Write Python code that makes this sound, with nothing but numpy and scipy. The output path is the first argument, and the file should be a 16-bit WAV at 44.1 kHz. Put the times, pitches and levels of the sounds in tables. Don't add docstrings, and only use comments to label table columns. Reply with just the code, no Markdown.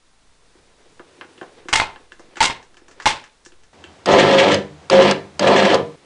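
import sys
import numpy as np
from scipy import signal
from scipy.fft import rfft, irfft, next_fast_len
from scipy.io import wavfile
from scipy.ndimage import uniform_filter1d

SR = 44100
rng = np.random.default_rng(int(sys.argv[2]) if len(sys.argv) > 2 else 0)


def store_wav(level_fs):
    pcm = np.round(np.clip(np.atleast_2d(level_fs), -1, 1) * 32767)
    wavfile.write(sys.argv[1], SR, pcm.T.astype(np.int16))


N = 266805
T = np.arange(N) / SR

# (time [s], level [dB], low ring send [dB], high ring send [dB])
BLOWS = [(1.727, 7.5, -15, -32), (1.733, 8, -24.5, -17.5), (1.739, -2.5, -2, -32.5), (1.755, 7, -23, -11),
         (1.769, -12, -19, -4.5), (1.798, 14.5, -18.5, -21), (1.817, -12, 7.5, -14), (1.828, -24.5, -17, 0),
         (2.407, 4, -13.5, -11.5), (2.413, -11.5, 1, -23.5), (2.429, 7, -24.5, -22),
         (2.441, 1.5, -6.5, -19), (2.46, -8, -13, -26), (2.498, -8.5, -0.5, -11), (3.056, 12, -18.5, -24),
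         (3.069, -3.5, 4.5, -8), (3.077, -7, -30, -3.5)]
# (pitch [Hz], send [0 low, 1 high], level [dB], t60 [s])
HOUSING_MODES = [(890, 0, -5.5, 0.021), (1040, 0, -9.5, 0.029), (2120, 1, -5, 0.056),
                 (2500, 1, -20.5, 0.074)]
# (time [s], burn [s], arc level [dB], treble re arc [dB], spark level [dB],
# spark fade [dB/s], shaken cable level [dB], thump level [dB])
ARCS = [(1.728, 0.011, -15, -6, -31.5, 223, -47, 2.5), (1.756, 0.021, -24, -3.5, -37.5, 230, -57.5, -0.5),
        (1.798, 0.0046, -34, -21, -30, 221, -53.5, 0.5), (2.405, 0.0019, -15.5, -8, -25, 260, -49.5, 5),
        (2.427, 0.027, -25.5, 0, -27.5, 260, -51, -1.5), (2.495, 0.012, -35.5, -27, -42, 302, -57, -4.5),
        (3.057, 0.021, -20.5, -5.5, -23.5, 183, -58, 1.5)]
# (pitch [Hz], level [dB], t60 [s])
THUMP_MODES = [(38.9, -25, 0.022), (68.2, -47, 0.3), (102.6, -40, 0.23)]
# (time [s], length [s], HOUSING_MODES row [index, rounded], level [dB])
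HOUSING_NOTES = [(1.746, 0.061, 0, -20), (1.757, 0.038, 2, -19.5), (1.7992, 0.0037, 1.5, -5),
                 (1.809, 0.033, 0.5, -18.5), (1.814, 0.029, 3, -23.5), (2.406, .018, 0.5, -5),
                 (2.454, 0.03, 1, -24), (2.462, 0.031, 2, -21.5), (2.5, 0.0074, 0.5, -14.5),
                 (3.062, 0.012, 0, -4.5), (3.075, .05, 0.5, -25)]
# (on [s], off [s], on click [dB], off click [dB], rattle level [dB], attack [s])
SWITCHINGS = [(4.0578, 4.542, -15, -13.5, -10, 0.022), (4.8982, 5.11, -12, -10, -12, 0.0083),
              (5.3931, 5.7428, -12.5, -15, -9, 0.027)]
# (time [s], rattle boost [dB], sizzle boost [dB], extra sizzle treble [dB])
SURGES = [(4.1, 1.5, 0, 2.5), (4.128, 3.5, 3.5, 9), (4.2, 3, 7.5, 4), (4.34, 1, 2, 4.5),
          (4.398, -2.5, 7, 6), (4.479, -2, 3.5, 2.5), (4.522, -7.5, 4, 6), (4.934, 5, 5.5, 7.5),
          (5.028, -1.5, 3.5, 4), (5.09, 2, 1.5, -3), (5.487, -0.5, 4.5, 7.5), (5.506, 0, -5, -9),
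          (5.576, -3, 2, 8.5), (5.599, -5.5, 5, 0), (5.652, -3.5, 4.5, 3.5)]
# (pitch [Hz], width [Hz], level [dB])
CORE_MODES = [(169, 4, -9), (196, 7.8, -11), (293, 6, -19.5), (288.3, 8.8, -8.5), (389, 26, 3),
              (474, 5.6, 3), (527.7, 36, -2.5), (709, 11, -2.5), (740.4, 14.8, -2), (891, 98, -20.5),
              (1022, 78, -9.5), (1203, 22, -7.5), (1286, 98, -13)]
# (frequency [Hz], level [dB])
RATTLE_EQ = [(60, -52), (110, -44), (200, -49), (400, -6.5), (600, -2.5), (1000, -6), (1450, -22),
             (2000, -37.5), (3500, -100)]
# (frequency [Hz], level [dB])
SIZZLE_EQ = [(760, -11.5), (1300, -14.5), (1480, -14.5), (1700, 1), (1830, -3), (2480, -7), (3290, -5),
             (3810, -12), (4110, -10), (4520, -14.5), (7250, -24.5), (8910, -28), (10100, -49),
             (13200, -79), (22000, -120)]
# (time [s], pitch [Hz], level [dB])
PLATE_PATH = [(4.075, 573.5, -9.5), (4.107, 577.1, -1), (4.19, 545.7, -9), (4.238, 567, -6),
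              (4.3, 548.7, -4), (4.389, 537, -7), (4.454, 566, -2.5), (4.56, 567.5, -1), (4.919, 534.6, -7),
              (4.994, 543.6, 3.5), (5.015, 541, -15), (5.048, 570, -7), (5.12, 545, -2),
              (5.42, 581.6, -4.5), (5.527, 569, -4.5), (5.6, 555, -8), (5.648, 534, -3), (5.708, 593, -9),
              (5.76, 538.6, -1)]
# (pitch [multiple of PULL_HZ], level [dB], t60 in the room [s])
HUM_PARTIALS = [(1, -39.5, 0.43), (1.5, -38.5, 0.97), (2, -25, 0.36), (3, -31.5, 0.41)]
# (pitch [Hz], level [dB], t60 [s])
CLICK_MODES = [(1335, 1, 0.006), (3120, 6, 0.002), (4860, 5.5, 0.005), (6360, -5.5, 0.0079),
               (7840, -15, 0.015)]
# (time [s], level [dB], tick pitch [Hz], knock trim [dB], treble trim [dB], scrape [dB])
TAPS = [(0.549, -47, 1170, 7, -23, -3), (0.994, -23, 1020, -6.5, -32, -5.5),
        (1.182, -59, 1350, 20, -22, -8), (1.21, -16.5, 1490, -14, -32, -5),
        (1.244, -32.5, 1690, -1, -28, -10), (1.303, -48, 1720, 6, -21, -5),
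        (1.377, -32.5, 2700, -3, -23, -4), (1.412, -16, 880, -6.5, -27, -0.5),
        (1.428, -21, 1070, -12, -26, -11), (1.651, -33.5, 1050, 5.5, -19, -12),
        (1.684, -18.5, 1750, -5, -7.5, 2), (1.959, -19, 1150, -23, -32, -12.5),
        (2.119, -22, 1730, -17, -7, -12), (2.193, -31.5, 930, -1, -9.5, 1.5), (2.28, -50, 940, 8, -24, -8),
        (2.356, -27.5, 2350, -9, -8, -2), (2.368, -20.5, 1750, -7.5, -10, 2.5),
        (2.626, -33, 1460, -12.5, -2.5, -6.5), (2.742, -36.5, 1400, -13, -5, -8),
        (2.768, -29.5, 1790, -15, -5, -5.5), (2.814, -43.5, 1350, 4, -17, -4),
        (2.881, -31, 1140, -10, -3.5, -3.5), (2.911, -36.5, 1650, -5, -2.5, -0.5),
        (2.999, -19, 1600, -22.5, -13.5, -1.5), (3.021, -30, 1790, -17, -0.5, 0.5),
        (3.238, -31.5, 1940, -37, -6.5, 0.5), (3.449, -39.5, 1710, -31.5, 8, -1.5),
        (3.46, -29, 1720, -5.5, 7, -13), (3.519, -37, 2800, -4, -13.5, -4),
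        (3.634, -40.5, 1800, -35, -2, -2.5), (3.839, -20, 2600, -12.5, -8, -12)]
# (pitch [Hz], level [dB], t60 [s])
SHELL_MODES = [(1076, -7.5, 0.043), (1584, 3, 0.022), (1717, -3.5, 0.078), (2735, -1.5, 0.039),
               (3040, 2.5, 0.022)]
# (pitch [Hz], level [dB], t60 [s])
KNOCK_MODES = [(357.5, -3, 0.066), (492, -11, 0.084)]
# (frequency [Hz], level [dB])
LOW_NOISE_EQ = [(59, -31), (100, -8.5), (452, 8.5), (647, 0), (1220, -6.5), (1330, -6.5), (1900, -5.5),
                (3710, -10.5), (6000, -20.5), (7800, -45.5), (13200, -120)]
# (time [s], level [dB])
LOW_NOISE_RIDE = [(0, -93), (.5, -63), (1, -57.5), (1.6, -53), (2.1, -63.5), (2.35, -54), (2.7, -72),
                  (3, -51), (3.35, -74.5), (3.7, -64), (6.05, -53.5)]
# (frequency [Hz], level [dB])
MURMUR_EQ = [(45, -31), (65, -8), (80, 10), (100, -5), (230, -3), (420, -4), (730, -5), (1270, -11.5),
             (1900, -14), (4000, -19.5), (8000, -27), (10400, -45)]
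# (start [s], length [s], top pitch [Hz])
DRONE_ARCHES = [(-.15, 1.22, 38), (1.45, 1.0, 41), (2.38, 1.25, 40), (3.13, 1.1, 38)]
# (frequency [Hz], level [dB])
HISS_EQ = [(20, -7.5), (53, -5.5), (90, -1.5), (128, -5), (776, -8.5), (984, -7.5), (1070, -8.5),
           (3220, -14), (3490, -11.5), (10100, -18.5), (13200, -40.5), (22000, -120)]
# (time [s], level [dB])
HISS_RIDE = [(0, -61), (1.4, -56), (2.7, -60.5), (3.7, -60), (5.9, -56), (6, -57)]

TILED_IN_S, TILED_OUT_S = 3.73, 5.958
PULL_HZ = 99.77
MAKE_S, BREAK_S = 0.0047, 0.016
RISE_S = 0.00138


def flashovers():
    s, db, low_db, high_db = np.transpose(BLOWS)
    s = s + RISE_S
    hit = strikes(s, undb(db))
    pressure = hit - np.roll(hit, shift=18)
    crack = undb(5) * band(band(pressure, 500, 2400), 300, 7900)
    kick = strikes([row[0] for row in ARCS], undb([row[-1] for row in ARCS]))
    sends = strikes(s, undb(db + low_db)), strikes(s, undb(db + high_db))
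    housing = sum(undb(g) * ring(sends[round(k)], hz, t60) for hz, k, g, t60 in HOUSING_MODES)
    return crack + resonate(kick, THUMP_MODES) + housing + spatter()


def spatter():
    grain = rng.standard_normal(N) * undb(3.3 * walk(300))
    body = unit(band(band(grain, 670, 4030), 1200, 4300)) + undb(-12) * unit(band(grain, 220, 1100))
    treble = unit(band(band(grain, 4500, 8500), 4200, 9500))
    out = 0
    for s, burn_s, db, treble_db, sparks_db, fade_db_s, *_ in ARCS:
        arc = fade(s, burn_s, db, fade_db_s=500)
        sparks = fade(s, burn_s, sparks_db, fade_db_s)
        out += (arc + sparks) * body + (undb(treble_db) * arc + undb(-12.5) * sparks) * treble
    return out


def housing_song():
    out = np.zeros(N)
    for s, span, row, db in HOUSING_NOTES:
        t, i = T[:int(span * SR)], int(s * SR)
        envelope = undb(db) * np.sin(np.pi * t / span) ** 0.18
        out[i:i + len(t)] += envelope * np.sin(2 * np.pi * HOUSING_MODES[round(row)][0] * t)
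    return out * undb(1.8 * walk(250))


def core_buzz():
    count = int(N / SR * PULL_HZ)
    jitter, force = rng.standard_normal((count, 2)).T
    slaps = strikes(np.abs(np.arange(count) + 0.049 * jitter) / PULL_HZ, undb(3.5 * force))
    pull = np.cos(2 * np.pi * PULL_HZ * T)
    envelope = core_load() * undb(1.85 * walk(30))
    grit = rng.standard_normal(N) * (1 + 0.079 * pull)
    chatter = envelope * (0.93 * unit(slaps) + grit)
    iron = sum(undb(db) * unit(ring(chatter, hz, 2.1 / width)) * np.sqrt(width / 30)
               for hz, width, db in CORE_MODES)
    rattle = undb(-23) * unit(iron) + undb(-25.5) * colour(chatter, RATTLE_EQ)
    return band(band(rattle, 115, 6000), 118, 7000) + undb(-21) * contact_sizzle(pull)


def contact_sizzle(pull):
    fizz = colour(rng.standard_normal(N), SIZZLE_EQ) * (1 + 0.16 * pull) * undb(2.1 * walk(110))
    treble = band(band(fizz, 4400, 10000), 4400, 10000)
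    spit = undb(-15.5) * surges(column=3)
    return current() * surges(column=2) * (unit(fizz - treble) + spit * unit(treble))


def current(start_db=-10.5):
    out = np.zeros(N)
    for on, off, *_, attack_s in SWITCHINGS:
        i, j = int((on + MAKE_S) * SR), int((off + BREAK_S) * SR)
        out[i:j] = undb(start_db * np.clip(1 - T[:j - i] / attack_s, 0, 1))
    return out


def core_load(sag_db_s=4):
    on, _, _, _, db, _ = np.transpose(SWITCHINGS)
    throw = np.maximum(np.searchsorted(on, T) - 1, 0)
    return current() * surges(column=1) * undb(db[throw] - sag_db_s * np.maximum(T - on[throw], 0))


def surges(column, width_s=0.014):
    rows = np.array(SURGES)
    bump = np.exp(-(np.arange(-SR // 20, SR // 20) / SR / width_s) ** 2)
    return undb(signal.fftconvolve(strikes(rows[:, 0], rows[:, column]), bump, "same"))


def loose_plate():
    s, hz, db = np.transpose(PLATE_PATH)
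    phase = 2 * np.pi * np.cumsum(np.interp(T, s, hz) + 5.074 * walk(60)) / SR
    flutter = undb(2.5 * walk(40))
    return undb(np.interp(T, s, db)) * uniform_filter1d(core_load(), size=300) * flutter * np.sin(phase)


def hum(attack_s=0.023):
    out = 0
    for multiple, db, t60 in HUM_PARTIALS:
        swell = 0
        for on, off, *_ in SWITCHINGS:
            release = undb(-60 * np.maximum(T - off - BREAK_S, 0) / t60)
            swell += np.clip((T - on - MAKE_S) / attack_s, 0, 1) * release
        out += undb(db + 5.1 * walk(33)) * swell * np.sin(2 * np.pi * multiple * PULL_HZ * T)
    return np.sqrt(2) * out


def switch_clicks():
    s, db = np.transpose(SWITCHINGS)[:4].reshape(2, -1)
    age = T[:SR // 30] / 0.0015
    envelope = signal.fftconvolve(strikes(s, undb(db - 7.5)), age ** 2 * np.exp(-1.5 * age))[:N]
    bounce = envelope * rng.standard_normal(N)
    return resonate(bounce, CLICK_MODES) + undb(2) * band(bounce, 720, 6300)


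def plug_fumble(tick_t60=0.0059, scrape_t60=0.14):
    ticks, t = np.zeros(N), T[:SR // 4]
    for s, db, hz, _, treble_db, scrape_db in TAPS:
        noise = rng.standard_normal(len(t))
        body = unit(band(band(noise, 0.42 * hz, 3.14 * hz), 0.38 * hz, 1.3 * hz))
        treble = undb(treble_db) * unit(band(band(noise, 4800, 8000), 2700, 8000))
        envelope = undb(-60 * t / tick_t60) + undb(scrape_db - 60 * t / scrape_t60)
        i = int((s + RISE_S) * SR)
        ticks[i:i + len(t)] += undb(db - 14) * (body + treble) * envelope
    s, db, tick_hz, knock_db, *_ = np.transpose(TAPS)
    shell = 0
    for hz, mode_db, t60 in SHELL_MODES:
        octaves_off = np.abs(np.log2(hz / tick_hz))
        shell += ring(strikes(s + RISE_S, undb(db + mode_db - 13 - 7.9 * octaves_off)), hz, t60)
    push = uniform_filter1d(strikes(s + 0.0057, undb(db + knock_db)), size=45)
    return ticks + band(shell, 610, 4800) + band(resonate(push, KNOCK_MODES), 160, 3000)


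def low_noise():
    jolts = sum(fade(s, 0, db, fade_db_s=80) for s, *_, db, _ in ARCS)
    return noise_bed(LOW_NOISE_EQ, flicker_db=3, rate_hz=40) * (ride(LOW_NOISE_RIDE) + jolts)


def drone():
    hz = np.zeros(N)
    for s, span, top_hz in DRONE_ARCHES:
        hz = np.where(T > s, top_hz * np.sin(np.pi * np.clip((T - s) / span, 0, 1)), hz)
    phase = 2 * np.pi * np.cumsum(hz) / SR
    sway = undb(-52.5) * walk(12) * np.sqrt(np.maximum(hz, 0) / hz.max())
    return undb(-65.5) * np.sqrt(2) * (np.sin(phase) + undb(-5) * np.sin(2 * phase)) + sway


def noise_bed(eq, flicker_db, rate_hz):
    return colour(rng.standard_normal(N), eq) * undb(flicker_db * walk(rate_hz))


def room(x, wet_db, low_t60, high_t60, build_s):
    t, noise = T[:SR], rng.standard_normal(SR)
    low = signal.lfilter(*signal.butter(1, 1000, fs=SR), noise)
    tail = low * undb(-60 * t / low_t60) + (noise - low) * undb(-60 * t / high_t60)
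    tail *= 1 - np.exp(-t / build_s)
    return x + undb(wet_db) * signal.fftconvolve(x, tail / np.linalg.norm(tail))[:N]


def undb(db):
    return 10 ** (np.asarray(db) / 20)


def unit(x):
    return x / np.sqrt(np.mean(x ** 2))


def band(x, lo_hz, hi_hz):
    return signal.sosfilt(signal.butter(2, [lo_hz, hi_hz], "band", fs=SR, output="sos"), x)


def colour(x, eq):
    hz, db = np.transpose(eq)
    size = next_fast_len(len(x))
    bins_hz = np.maximum(np.arange(size // 2 + 1) * SR / size, 1)
    gain = undb(np.interp(np.log(bins_hz), np.log(hz), db))
    return unit(irfft(rfft(x, size) * gain, size)[:len(x)])


def ring(x, hz, t60):
    pole = np.exp(2j * np.pi * hz / SR - np.log(1000) / (max(t60, 1e-3) * SR))
    return signal.lfilter([1], [1, -pole], x).imag


def resonate(x, modes):
    return sum(undb(db) * ring(x, hz, t60) for hz, db, t60 in modes)


def walk(rate_hz):
    step = int(SR / rate_hz)
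    return uniform_filter1d(np.repeat(rng.standard_normal(N // step + 1), step), step)[:N]


def strikes(s, gain):
    x = np.zeros(N)
    np.add.at(x, (np.asarray(s) * SR).astype(int), gain)
    return x


def fade(s, hold_s, db, fade_db_s):
    out, i = np.zeros(N), int(s * SR)
    out[i:i + SR] = undb(db - fade_db_s * np.maximum(T[:SR] - hold_s, 0))
    return out


def ride(points):
    return undb(np.interp(T, *np.transpose(points)))


def scene():
    plug = plug_fumble()
    song, plate = housing_song(), loose_plate()
    small = plug + flashovers() + 0.59 * song
    small = room(small, wet_db=-12.5, low_t60=0.31, high_t60=0.13, build_s=0.016)
    small += 0.22 * song + drone()
    clicks = switch_clicks()
    tiled = plug * (T > TILED_IN_S) + core_buzz() + 0.73 * plate + undb(-16) * clicks
    tiled = room(tiled, wet_db=-6.5, low_t60=0.35, high_t60=0.25, build_s=0.0058)
    tiled = band(tiled + clicks + 0.31 * plate, 140, 8500) + hum()
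    tiled += undb(-48) * noise_bed(MURMUR_EQ, flicker_db=1, rate_hz=14)
    in_tiled = (T >= TILED_IN_S) & (T < TILED_OUT_S)
    low_bed = low_noise() * ~in_tiled
    hiss = noise_bed(HISS_EQ, flicker_db=0.57, rate_hz=21) * ride(HISS_RIDE)
    return (small * (T < TILED_IN_S) + tiled * in_tiled + low_bed + hiss)[None]


def record(dry, ceiling=0.86, top_hz=10200):
    rounded = dry / (1 + np.abs(dry / ceiling) ** 6) ** (1 / 6)
    return signal.sosfilt(signal.ellip(10, 0.2, 70, top_hz, fs=SR, output="sos"), rounded)


dry = scene()
out = record(dry)
store_wav(out)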